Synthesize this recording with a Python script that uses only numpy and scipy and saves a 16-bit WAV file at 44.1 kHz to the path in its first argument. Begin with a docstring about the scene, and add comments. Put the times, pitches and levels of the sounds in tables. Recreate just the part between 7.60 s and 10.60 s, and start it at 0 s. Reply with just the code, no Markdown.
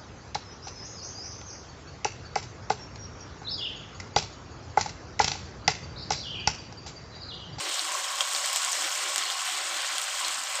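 """Patties deep-frying in a steel wok

A small kitchen, one microphone close to the oil. Thousands of tiny steam bubbles burst each second,
larger ones gurgle below and water drops spit. At about 0.7 s another patty slips in and the sizzle
swells. The bowl of the wok and the hard walls colour the frying, over a faint mains hum."""
import sys
import numpy as np
from scipy import signal
from scipy.fft import rfft, irfft
from scipy.io import wavfile

SR = 44100
rng = np.random.default_rng(int(sys.argv[2]) if len(sys.argv) > 2 else 0)


def generate_wav(signal):
    """Clip the signal to [-1, 1] and save it as 16-bit WAV at the path in sys.argv[1]."""
    frames = np.transpose(np.atleast_2d(signal))
    scaled = np.clip(frames, -1, 1) * 32767
    pcm = np.round(scaled).astype(np.int16)
    wavfile.write(sys.argv[1], SR, pcm)


N = 132300

# Vigour of the fine fizz, crackle and spits: (time [s], level [dB])
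FIZZ_VIGOUR = [(0, -35.5), (.08, -37.5), (.14, -34), (.37, -36.5), (.5, -35.5), (.73, -32.5), (1.15, -32.5),
               (1.35, -34), (1.55, -33), (1.72, -35.5), (1.88, -34), (2.25, -37.5), (2.5, -36), (3.0, -36)]
# Vigour of the middle-sized bubbles: (time [s], level [dB])
BOIL_VIGOUR = [(0, -36), (.18, -36), (.27, -35.5), (.55, -37.5), (.8, -36.5), (.95, -32.5), (1.1, -34.5),
               (1.22, -33), (1.33, -34.5), (1.7, -34.5), (2.1, -33.5), (2.55, -35.5), (2.66, -34),
               (2.8, -36), (3.0, -34)]
def sizzle():
    """Fine fizz, middle-sized bubbles, dry crackle and small spits from all over the oil."""
    fizz = bubbles(5200, 15370, per_s=20000, spread_db=4, q=13.5, clump_db=1, patchy_db=-1, sizes=14)
    boil = bubbles(776, 4550, per_s=4500, spread_db=2, q=6.7, clump_db=.75, patchy_db=1.1, sizes=22)
    crackle = rms_one(sum(kitchen(bursts(per_s=225, spread_db=3.5)) for _ in range(4)))
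    fine = from_db(3.5) * fizz + from_db(-4) * crackle + from_db(-11.5) * spits()
    return level(FIZZ_VIGOUR) * fine + from_db(.11) * level(BOIL_VIGOUR) * boil


def bubbles(low_hz, high_hz, per_s, spread_db, q, clump_db, patchy_db, sizes):
    """Bubbles burst in clumps and ring briefly; each size has its own pitch, spot and ebb and flow."""
    clumps = from_db(clump_db * (drift(9) + drift(35)))
    out = 0
    for hz in np.geomspace(low_hz, high_hz, sizes):
        clicks = bursts(per_s / sizes, spread_db) * from_db(patchy_db * drift(7))
        out += np.sqrt(hz) * rms_one(kitchen(resonate(clicks, hz, hz / q)))
    return rms_one(out * clumps)


def spits(per_s=300, pitches=11, q=2.2):
    """Small spits stand out of the sizzle, each ringing for a few cycles."""
    out = 0
    for hz in np.geomspace(2600, 14000, pitches):
        clicks = bursts(per_s / pitches, spread_db=1.5)
        out += np.sqrt(hz) * rms_one(resonate(clicks, hz, hz / q))
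    return rms_one(kitchen(out))


# Water drops in the oil: (time [s], ring level [dB], pitch [Hz], crack against ring [dB], snap [dB])
WATER_DROPS = [(.194, -14, 4300, -12, -24), (.4437, -22.5, 3400, 7, -24), (.586, -22, 3200, 0, -20),
               (0.6076, -15.5, 5400, 7, -24), (0.606, -21.5, 1200, 0, -30), (0.6074, -9, 3310, -16, -26),
               (0.7494, -16, 4540, 15, -17), (.7636, -16, 3800, 0, -22), (.859, -13, 8300, 2, -12),
               (0.8732, -27, 3020, 13, -12), (0.9303, -22, 3270, 1, -5), (.9605, -21, 2950, 7, -14),
               (0.9603, -11.5, 7400, 5, -5), (0.9712, -19, 7900, -10, -18), (1.0478, -15.5, 7360, 1, -13),
               (1.1307, -11, 6000, -12, -23), (1.222, -21.5, 3170, 19, -27), (1.56, -16.5, 8400, 18, -13),
               (1.5808, -13.5, 7000, 14, -10), (1.6252, -22, 3200, -12, -26),
               (1.7012, -15.5, 3330, -14, -23), (2.3822, -17, 3350, 6, -9), (2.4805, -25, 1500, 13, -21),
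               (2.648, -16.5, 4080, -5, -18), (2.682, -23, 3400, 9, -9), (2.8365, -18.5, 7300, -3, -21),
               (2.954, -15.5, 8500, 1, -13)]
# Ticks of fine spatter: (time [s], level [dB])
SPATTER = [(0.092, -13), (.187, -18), (.2515, -18), (0.318, -17), (.673, -16), (.7336, -11), (1.119, -9),
           (2.2195, -10), (2.4154, -8.5)]
POP_RISE_S = .00008  # build-up of the ring and the snap
def pops(ring_t60_cycles=16.7, spray_db=-16, spray_t60_s=.06):
    """Each drop gives a crack, a snap of steam, a short ring and a grainy spray; the finest only snap."""
    out = np.zeros(N)
    t = np.arange(SR // 4) / SR
    rise = 1 - np.exp(-t / POP_RISE_S)
    for start, db, hz, crack_db, snap_db in WATER_DROPS:
        decay = from_db(-60 * t * hz / ring_t60_cycles)
        pop = np.gradient(np.sin(2 * np.pi * hz * t) * decay * rise)
        pop /= np.abs(pop).max()
        pop[0] += from_db(crack_db)
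        spray = rms_one(rng.standard_normal(len(t)) * rng.random(len(t)))
        pop += spray * from_db(spray_db - 60 * t / spray_t60_s)
        add(out, start, kitchen(from_db(db) * pop + snap(snap_db)))
    for start, db in SPATTER:
        add(out, start, kitchen(snap(db)))
    return out


def snap(db, above_hz=8140, t60_s=.0082):
    """A bright, very short hiss of escaping steam."""
    t = np.arange(SR // 4) / SR
    envelope = (1 - np.exp(-t / POP_RISE_S)) * from_db(db - 60 * t / t60_s)
    return butter(rng.choice([-1, 1], len(t)) * envelope, 2, above_hz, "high")


# Runs of sputtering: (time [s], level [dB])
SPUTTER_RUNS = [(0, -44), (.13, -36.5), (.39, -45), (.66, -40.5), (.93, -40.5), (1.3, -47), (1.69, -37.5),
                (1.79, -46), (2.5, -51), (2.66, -36.5), (2.8, -48)]
# Resonances of the pan: (frequency [Hz], width [Hz])
PAN_MODES = [(2930, 150), (3270, 300), (3650, 100), (4250, 430)]
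def sputter():
    """Runs of small bursts keep the pan ringing around 3 to 4 kHz."""
    ring = sum(resonate(kitchen(bursts(500, spread_db=1.5)), hz, width) for hz, width in PAN_MODES)
    return level(SPUTTER_RUNS) * rms_one(ring)


# Colour of the sizzle as it leaves the wok: (frequency [Hz], gain [dB])
WOK_COLOUR = [(40, -47), (190, -53), (280, -31), (440, -15), (600, -6), (740, -0.5), (900, -9),
              (1300, -0.5), (2200, 0), (2540, -1.5), (2850, 1), (3700, -1), (5400, 0.5), (6000, -2.5),
              (6900, 1), (8300, 0.5)]
# Air resonances of the bowl: (frequency [Hz], width [Hz], gain [dB])
BOWL_MODES = [(756, 97, 0.5), (1310, 22, -5), (1440, 18, -8), (1544, 17, -2.5), (2035, 18, -4.5),
              (2315, 52, -10.5), (3213, 95, -8.5)]
def wok(oil):
    """The bowl colours the sound of the oil and adds its air resonances."""
    coloured = tint(oil, WOK_COLOUR)
    return coloured + sum(from_db(db) * resonate(coloured, hz, width) for hz, width, db in BOWL_MODES)


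# Swells of the bowl's hollow ring: (time [s], level [dB])
HOLLOW_SWELLS = [(0, -40.5), (.24, -44), (.3, -36.5), (.41, -39.5), (.55, -36.5), (.7, -42), (1.04, -40),
                 (1.09, -34.5), (1.16, -43.5), (1.72, -41), (2.0, -44), (2.57, -43.5), (2.62, -38),
                 (2.87, -43.5), (2.95, -40)]
# The bowl's strongest air resonances: (frequency [Hz], width [Hz], gain [dB])
HOLLOW_AIR_MODES = [(1004, 9, 14), (1072, 67, 13), (1088.5, 4.6, 10), (1116.3, 7.7, 11.5)]
def hollow_ring():
    """Bursts keep the air in the bowl ringing near 1 kHz."""
    clicks = bursts(1500, spread_db=2.5)
    ring = sum(from_db(db) * resonate(clicks, hz, width) for hz, width, db in HOLLOW_AIR_MODES)
    return from_db(-.5) * level(HOLLOW_SWELLS) * rms_one(ring)


# Surges of glugging: (time [s], level [dB])
GLUG_SURGES = [(0, -48), (.2, -49.5), (.25, -57), (.35, -43), (.47, -53), (.68, -52), (.78, -46.5),
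               (1.03, -56), (1.2, -46), (1.52, -49.5), (1.62, -62), (1.69, -45), (1.79, -63), (1.92, -63),
               (2.0, -52.5), (2.16, -46), (2.3, -54), (2.7, -51.5), (2.81, -61.5), (2.95, -45.5)]
def glugs():
    """Larger bubbles glug lightly in slow surges, pitched above the gulps."""
    glug = bubbles(544.7, 607.6, per_s=1200, spread_db=1, q=13.2, clump_db=1, patchy_db=1, sizes=2)
    return level(GLUG_SURGES) * rms_one(butter(glug, 3, 440, "high"))


# Low gulps of steam: (middle time [s], length [s], level [dB], pitch [Hz])
STEAM_GULPS = [(0.059, .16, -48, 360), (0.243, 0.12, -54, 343), (0.366, 0.14, -56.5, 346),
               (0.753, 0.075, -56.5, 354), (1.224, .12, -52.5, 340), (1.45, .18, -54, 354),
               (1.614, 0.28, -58, 368), (1.99, .19, -55.5, 356), (2.141, 0.17, -56.5, 337),
               (2.343, .08, -58, 348), (2.671, 0.086, -56.5, 345), (2.792, 0.1, -63, 255)]
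def gulps(pitch_spread=1.189):
    """Pockets of steam well up, each a swelling and fading cluster of large bubbles around one pitch."""
    out = np.zeros(N)
    for middle, length, db, hz in STEAM_GULPS:
        swell = np.sqrt(np.hanning(int(length * SR)))
        bubbling = butter(bursts(800, spread_db=1), 4, [hz / pitch_spread, hz * pitch_spread], "band")
        cluster = rms_one(bubbling[-len(swell):] * swell)
        add(out, middle - length / 2, from_db(db) * cluster * np.sqrt(np.mean(swell ** 2)))
    return out


def kitchen(x, tail_db=-8.5, t60_s=.1):
    """Direct sound, then a weaker tail off the hard walls, different for every spot in the wok."""
    t = np.arange(SR // 4) / SR
    tail = rng.standard_normal(len(t)) * from_db(-60 * t / t60_s) * (t > .002)
    return x + from_db(tail_db) * signal.fftconvolve(x, tail / np.linalg.norm(tail))[:len(x)]


def room_tone(mains_hum_hz=100):
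    """A wavering mains hum and a faint rumble, far below the frying."""
    phase = 2 * np.pi * mains_hum_hz * np.arange(N) / SR + .22 * drift(4)
    hum = np.sin(phase) * from_db(3.8 * drift(3.67))
    rumble = butter(rng.standard_normal(N), 2, [35, 150], "band")
    return from_db(-84.5) * rms_one(hum) + from_db(-86) * rms_one(rumble)


def bursts(per_s, spread_db):
    """Random clicks, many small and a few large."""
    sizes = from_db(spread_db * np.minimum(rng.exponential(1, N), 5.5))
    return sizes * rng.choice([-1, 1], N) * (rng.random(N) < per_s / SR) + 1e-18


def drift(hz):
    """A random wander with unit rms."""
    knots = rng.standard_normal(2000)
    return rms_one(np.interp(np.arange(N) / SR * hz * 2, np.arange(len(knots)), knots))


def resonate(x, hz, width_hz):
    """A resonance with gain 1 at its peak."""
    r = np.exp(-np.pi * width_hz / SR)
    feedback = [1, -2 * r * np.cos(2 * np.pi * hz / SR), r * r]
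    return signal.lfilter(np.array([1, 0, -1]) * (1 - r * r) / 2, feedback, x)


def tint(x, points, size=4096):
    """Causal (minimum-phase) filter through (frequency [Hz], gain [dB]) points."""
    hz, db = np.transpose(points)
    grid_hz = np.maximum(np.fft.rfftfreq(size, 1 / SR), 1)
    gain = from_db(np.interp(np.log(grid_hz), np.log(hz), db))
    cepstrum = irfft(np.log(gain))
    cepstrum[1:size // 2] *= 2
    cepstrum[size // 2 + 1:] = 0
    return signal.fftconvolve(x, irfft(np.exp(rfft(cepstrum))))[:N]


def butter(x, order, hz, kind):
    """A filter with a flat passband."""
    return signal.sosfilt(signal.butter(order, hz, kind, fs=SR, output="sos"), x)


def from_db(db):
    """Decibels to gain."""
    return 10 ** (np.asarray(db) / 20)


def rms_one(x):
    """Scale to unit rms."""
    return x / np.sqrt(np.mean(x ** 2) + 1e-20)


def level(rows):
    """A (time [s], level [dB]) curve as a gain per sample."""
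    return from_db(np.interp(np.arange(N) / SR, *np.transpose(rows)))


def add(out, start_s, sound):
    """Mix a sound in from start_s on."""
    i = int(start_s * SR)
    part = sound[max(-i, 0):N - i]
    out[max(i, 0):max(i, 0) + len(part)] += part


def scene():
    """At the stove: the oil sounds through the wok, over low gurgling and the room tone."""
    oil = sizzle() + pops() + sputter()
    return (wok(oil) + hollow_ring() + glugs() + gulps() + room_tone())[None]


# Treble response of the microphone: (frequency [Hz], gain [dB])
MIC_RESPONSE = [(8450, 0), (8850, -5), (9300, -17.5), (9800, -13.5), (11300, -18.5), (13000, -17.5),
                (13800, -23.5), (15400, -18.5)]
def record(dry, cutoff_hz=15480):
    """One microphone with a dull top, then a steep treble cut."""
    steep_cut = signal.ellip(10, .3, 70, cutoff_hz, fs=SR, output="sos")
    return signal.sosfilt(steep_cut, tint(dry[0], MIC_RESPONSE))[None]


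dry = scene()
out = record(dry)
generate_wav(out)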